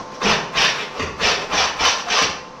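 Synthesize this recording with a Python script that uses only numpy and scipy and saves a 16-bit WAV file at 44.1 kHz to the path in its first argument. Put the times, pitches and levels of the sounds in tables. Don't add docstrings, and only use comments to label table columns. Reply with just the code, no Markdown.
import sys
import numpy as np
from scipy import signal
from scipy.fft import rfft, irfft
from scipy.io import wavfile

SR = 44100
rng = np.random.default_rng(int(sys.argv[2]) if len(sys.argv) > 2 else 0)


def inscribe(sig):
    pcm = np.round(np.clip(np.atleast_2d(sig).T, -1, 1) * 32767)
    wavfile.write(sys.argv[1], SR, pcm.astype(np.int16))


N = 114660
HZ = np.fft.rfftfreq(8192, 1 / SR)


def amp(db):
    return 10 ** (np.asarray(db) / 20)


def unit(x):
    return x / np.sqrt(np.mean(x ** 2) + 1e-20)


def curve(points, hz=HZ):
    corners, values = np.transpose(points)
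    return np.interp(np.log(hz + 1), np.log(corners + 1), values)


def add(mix, start, sound):
    part = mix[max(round(start * SR), 0):][:len(sound)]
    part += sound[:len(part)]


def colour(x, db):
    log_gain = np.log(amp(np.maximum(db, -100)))
    mirrored = np.r_[log_gain, log_gain[-2:0:-1]]
    taps = np.fft.ifft(np.exp(signal.hilbert(mirrored).conj())).real
    return signal.fftconvolve(x, taps[:len(HZ)])[:len(x)]


def neutral(db):
    return db - 10 * np.log10(np.mean(amp(db) ** 2))


def bump(hz, width_hz):
    return 1 / (1 + (2 * (HZ - hz) / width_hz) ** 2)


def wander(size, rate_hz):
    hz = np.fft.rfftfreq(size, 1 / SR)
    return unit(irfft(rfft(rng.standard_normal(size)) / (1 + (hz / rate_hz) ** 4), size))


def tones(partials, width_hz):
    mix = np.zeros(N)
    for hz, db in partials:
        level = amp(db + 0.2 * wander(N, width_hz))
        pitch = hz + width_hz / 2 * wander(N, rate_hz=25.7)
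        mix += level * np.sqrt(2) * np.sin(2 * np.pi * np.cumsum(pitch) / SR)
    return mix


def background(air_db=-36, fade_db_per_s=1.56, linger_db=-29, linger_t60_s=0.21):
    # (frequency [Hz], gain [dB])
    air_eq = [(20, 3), (60, -19), (110, -4.5), (165, 3.5), (320, -0.5), (480, 0), (760, -2.5), (900, -1.5),
              (1080, 1), (1500, -8.5), (2700, -18), (4000, -17), (6000, -16.5), (8500, -42), (15000, -55)]
    # (frequency [Hz], starting level [dB])
    hum_partials = [(172, -59), (204, -56.5), (424, -63), (506, -44), (888, -44.5), (1050, -43)]
    t = np.arange(N) / SR
    eq = neutral(curve(air_eq))
    air = amp(air_db) * colour(rng.standard_normal(N), eq)
    bed = (air + tones(hum_partials, width_hz=9.5)) * amp(-fade_db_per_s * t)
    linger = colour(rng.standard_normal(N), eq) * amp(linger_db - 60 * t / linger_t60_s)
    return bed + linger


def room(x, direct_db=-7, early_db=-3.5, early_decay_s=0.0071):
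    # (frequency [Hz], T60 [s])
    decay_times = [(100, 0.44), (500, 0.69), (1400, 0.57), (3700, 0.46), (7000, 0.46), (14000, 0.42)]
    t = np.arange(SR) / SR
    echoes = rng.choice([-1., 1.], SR) * (rng.random(SR) < 4000 / SR)
    hz, frame_s, spectra = signal.stft(echoes, SR, nperseg=256)
    decay = amp(-60 * frame_s / curve(decay_times, hz)[:, None])
    tail = signal.istft(spectra * decay, SR, nperseg=256)[1][:SR]
    early = rng.standard_normal(SR) * (rng.random(SR) < 700 / SR) * np.exp(-t / early_decay_s)
    response = tail / np.linalg.norm(tail) + amp(early_db) * early / np.linalg.norm(early)
    response[0] += amp(direct_db)
    return signal.fftconvolve(x, response / np.linalg.norm(response))[:N]


def moving_room(x, count=4, cycle_s=0.11):
    place = np.arange(N) / SR / cycle_s * count
    mix = np.zeros(N)
    for k in range(count):
        distance = abs((place - k + count / 2) % count - count / 2)
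        mix += room(x * np.cos(np.pi / 2 * np.minimum(distance, 1)))
    return mix


def push(db, length_s=0.099):
    t = np.arange(SR // 4) / SR
    eq = 30 * np.log10(bump(hz=47.8, width_hz=65))
    flex = unit(colour(rng.standard_normal(len(t)), eq))
    return amp(db) * flex * np.sin(np.pi * np.minimum(t / length_s, 1))


def singing(partials, start, length, width_hz, t60_s=0.49):
    t = np.arange(N) / SR - start
    swell = np.sin(np.pi / 2 * np.clip(2 * t / length, 0, 1))
    decay = amp(-60 * np.maximum(t - length * 0.37, 0) / t60_s)
    return tones(partials, width_hz) * swell * decay


def grit(size, grains_per_s=7000, spread_db=2.5, chatter_hz=170, chatter_db=1.9):
    clicks = (rng.random(size) < grains_per_s / SR) * rng.choice([-1, 1], size)
    sizes = amp(spread_db * np.minimum(rng.exponential(1, size), 4))
    chatter = amp(chatter_db * wander(size, chatter_hz))
    return unit(clicks * sizes * chatter)


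def knock(clack_db, thud_db, clack_decay_s=0.016, thud_decay_s=0.025):
    # (frequency [Hz], gain [dB])
    clack_eq = [(100, -16), (420, 2.5), (850, -16), (1050, 15), (1550, -2.5), (1900, 11), (2200, 0),
                (2750, 10), (3100, -7), (3500, -1), (4100, -14), (4700, 0), (5300, -15), (5900, -3.5),
                (7300, -20.5), (9000, -34), (15000, -42)]
    # (frequency [Hz], gain [dB])
    thud_eq = [(20, -74), (45, -10), (75, 11.5), (110, -1), (250, 0.5), (450, -0.5), (900, -14),
               (4000, -84)]
    t = np.arange(SR // 2) / SR
    clack = colour(grit(len(t)) * np.exp(-t / clack_decay_s), neutral(curve(clack_eq)))
    thud = colour(grit(len(t)) * np.exp(-t / thud_decay_s), neutral(curve(thud_eq)))
    return 2 * (amp(clack_db) * clack + amp(thud_db) * thud)


def dust(length, stroke_db):
    # (frequency [Hz], gain [dB])
    dust_eq = [(100, -14.5), (500, 7.5), (1100, 11.5), (2000, 6.5), (5800, -2.5), (7500, -11), (9500, -23),
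               (12800, -22), (15500, -28)]
    t = np.arange(SR // 2) / SR
    touch = np.sqrt(np.abs(np.sin(np.pi * np.minimum(t / length, 1))))
    level = amp(-22 + 0.5 * stroke_db)
    return level * colour(grit(len(t)) * touch, neutral(curve(dust_eq)))


def board(edge_hz, shelf_db=10.5, shelf_width_hz=66):
    # (frequency [Hz], gain [dB])
    scrape_eq = [(20, -9), (40, -12), (80, -19.5), (140, -4), (210, -6), (300, -7), (450, 5.5), (700, 3),
                 (1050, 3.5), (1500, 3.5), (1800, 2.5), (2200, 3.5), (2750, 7.5), (3450, 2.5), (4200, -0.5),
                 (5000, 0), (5900, 2.5), (7300, -9), (9500, -28.5), (12500, -26.5), (15500, -41.5)]
    # (frequency [Hz], width [Hz], gain [dB])
    resonances = [(214, 11, 6), (418.3, 8.3, 12), (510, 8.3, -2.5), (738, 8, 0.5), (986, 210, 4.5),
                  (1424, 17, -11), (1587, 91, 1.5), (1746, 16, 8), (1900, 35, 3), (2170, 10, -14.5),
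                  (2834, 10, -25), (2810, 26, -12), (3200, 65, -0.5), (3440, 25, 4)]
    body = sum(db * bump(hz, width) for hz, width, db in resonances)
    shelf = shelf_db * (1 + np.tanh((HZ - edge_hz - shelf_width_hz) / (2 * shelf_width_hz))) / 2
    return neutral(curve(scrape_eq) + body - shelf)


def stroke(rise, hold, release, db, bass_db, hollow_db, body_db, treble_db, ring_hz, ring_db, edge_hz):
    corners = (220, 430, 800, 1150, 1700, 3100, 4400)
    t = np.arange(SR // 2) / SR

    def speed(lag_s):
        return np.clip(np.minimum((t - lag_s) / rise, 1 - (t - lag_s - rise - hold) / release), 0, 1)

    grip = curve(list(zip(corners, (bass_db, hollow_db, body_db, body_db, 0, 0, treble_db))))
    eq = board(edge_hz) + grip + ring_db * bump(ring_hz, width_hz=92)
    grains = grit(len(t))
    lows, below_hiss = (signal.filtfilt(*signal.butter(2, hz, fs=SR), grains) for hz in (2100, 3200))
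    drum = lows * speed(lag_s=0) ** 0.68
    rasp = (below_hiss - lows) * speed(lag_s=0.0024) ** 0.84
    hiss = (grains - below_hiss) * speed(lag_s=0.014) ** 0.98
    return amp(db) * colour(drum + rasp + hiss, eq)


def scene(dust_lead_s=0.012, low_cut_hz=21):
    # (start [s], rise [s], hold [s], release [s], level [dB], bass [dB], hollow [dB],
    # body [dB], treble [dB], blade ring [Hz], ring gain [dB], top edge [Hz])
    strokes = [ (.118, 0.0082, 0.0086, 0.022, -39, 9, -4, -2, 5, 5200, 2, 6100),
               (0.208, 0.0088, 0.0084, 0.041, -22.5, 2, 8.5, 5, 4, 3040, -6, 6240),
               (.230, 0.016, 0.061, 0.051, -16, 14, 3, 2.5, -2.5, 1806, 10, 6200),
               (0.53, 0.038, 0.054, 0.093, -14, 0.5, -6, -3.5, -0.5, 2530, 2.5, 5900),
               (0.747, 0.033, 0.031, 0.027, -23, -15, -1, -6.5, -5.5, 2750, -15, 5740),
               (0.924, 0.023, 0.023, 0.052, -34.5, 9, 14.5, 5.5, -0.5, 1180, 8, 5800),
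               (1.181, 0.054, 0.05, 0.064, -16.5, 4.5, 1, -1, 2, 2610, 3.5, 5930),
               (1.358, 0.037, 0.018, 0.049, -30.5, 14.5, 11.5, 2, -5, 1930, 5, 6400),
               (1.492, 0.051, 0.067, 0.05, -16.5, 1.5, -4.5, 3.5, 1, 1130, -1.5, 6120),
               (1.657, 0.012, 0.0099, 0.018, -24.5, 5, -7, -5, -20, 2000, 10, 6100),
               (1.77, 0.057, 0.04, 0.062, -15.5, -12, -8.5, 1, 2.5, 3030, 6, 6200),
               (1.954, 0.024, 0.014, 0.023, -30, 8.5, -9, -2.5, 3.5, 2630, -12, 6000),
               (2.063, 0.045, 0.11, 0.035, -18, -6.5, -3.5, -0.5, 2, 1226, 5, 6220), ]
    # (time [s], relative clack level [dB], relative thud level [dB])
    knocks = [(.216, -26.5, -37), (.994, -21, -26), (1.020, -24, -30.5), (1.216, -34, -30.5),
              (1.521, -35, -30.5), (1.802, -26, -30), (2.215, -22.5, -27), (2.554, -50, -67)]
    # (frequency [Hz], level [dB])
    blade_modes = [(1728, -31), (2487, -24), (2827, -30), (3731, -31), (4427, -36), (5153, -33)]
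    # (start [s], length [s], pitch [Hz], level [dB])
    groans = [(0.243, 0.025, 208, -20), (0.252, 0.12, 421.5, -29.5), (1.237, 0.16, 467, -36),
              (1.25, 0.11, 724.8, -29), (1.487, .1, 765, -31.5), (1.826, 0.028, 715, -27),
              (2.063, 0.03, 712, -28.5), (2.162, 0.05, 1206, -24.5)]
    # (time [s], level [dB])
    pushes = [(0.252, -38), (.535, -39), (.96, -42), (1.2, -38), (1.49, -41), (1.751, -39), (2.04, -48)]
    work = np.zeros(N)
    for start, rise, hold, release, db, *tone in strokes:
        add(work, start, stroke(rise, hold, release, db, *tone))
        add(work, start - dust_lead_s, dust(dust_lead_s + rise + hold + release, db))
    for start, clack_db, thud_db in knocks:
        add(work, start, knock(clack_db, thud_db))
    mix = moving_room(work) + background()
    mix += singing(blade_modes, start=0.578, length=0.12, width_hz=6.6)
    for start, length, hz, db in groans:
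        mix += singing([(hz, db)], start, length, width_hz=21.7)
    for start, db in pushes:
        add(mix, start, push(db))
    low_cut = signal.butter(2, low_cut_hz, "high", fs=SR)
    return np.tile(signal.lfilter(*low_cut, mix), (2, 1))


def record(dry):
    ceiling, cutoff_hz = 0.57, 15750
    rounded = dry / (1 + (dry / ceiling) ** 10) ** (1 / 10)
    low_pass = signal.firwin(511, cutoff_hz, window=("kaiser", 9), fs=SR)
    return signal.oaconvolve(rounded, low_pass[None], "same")


dry = scene()
out = record(dry)
inscribe(out)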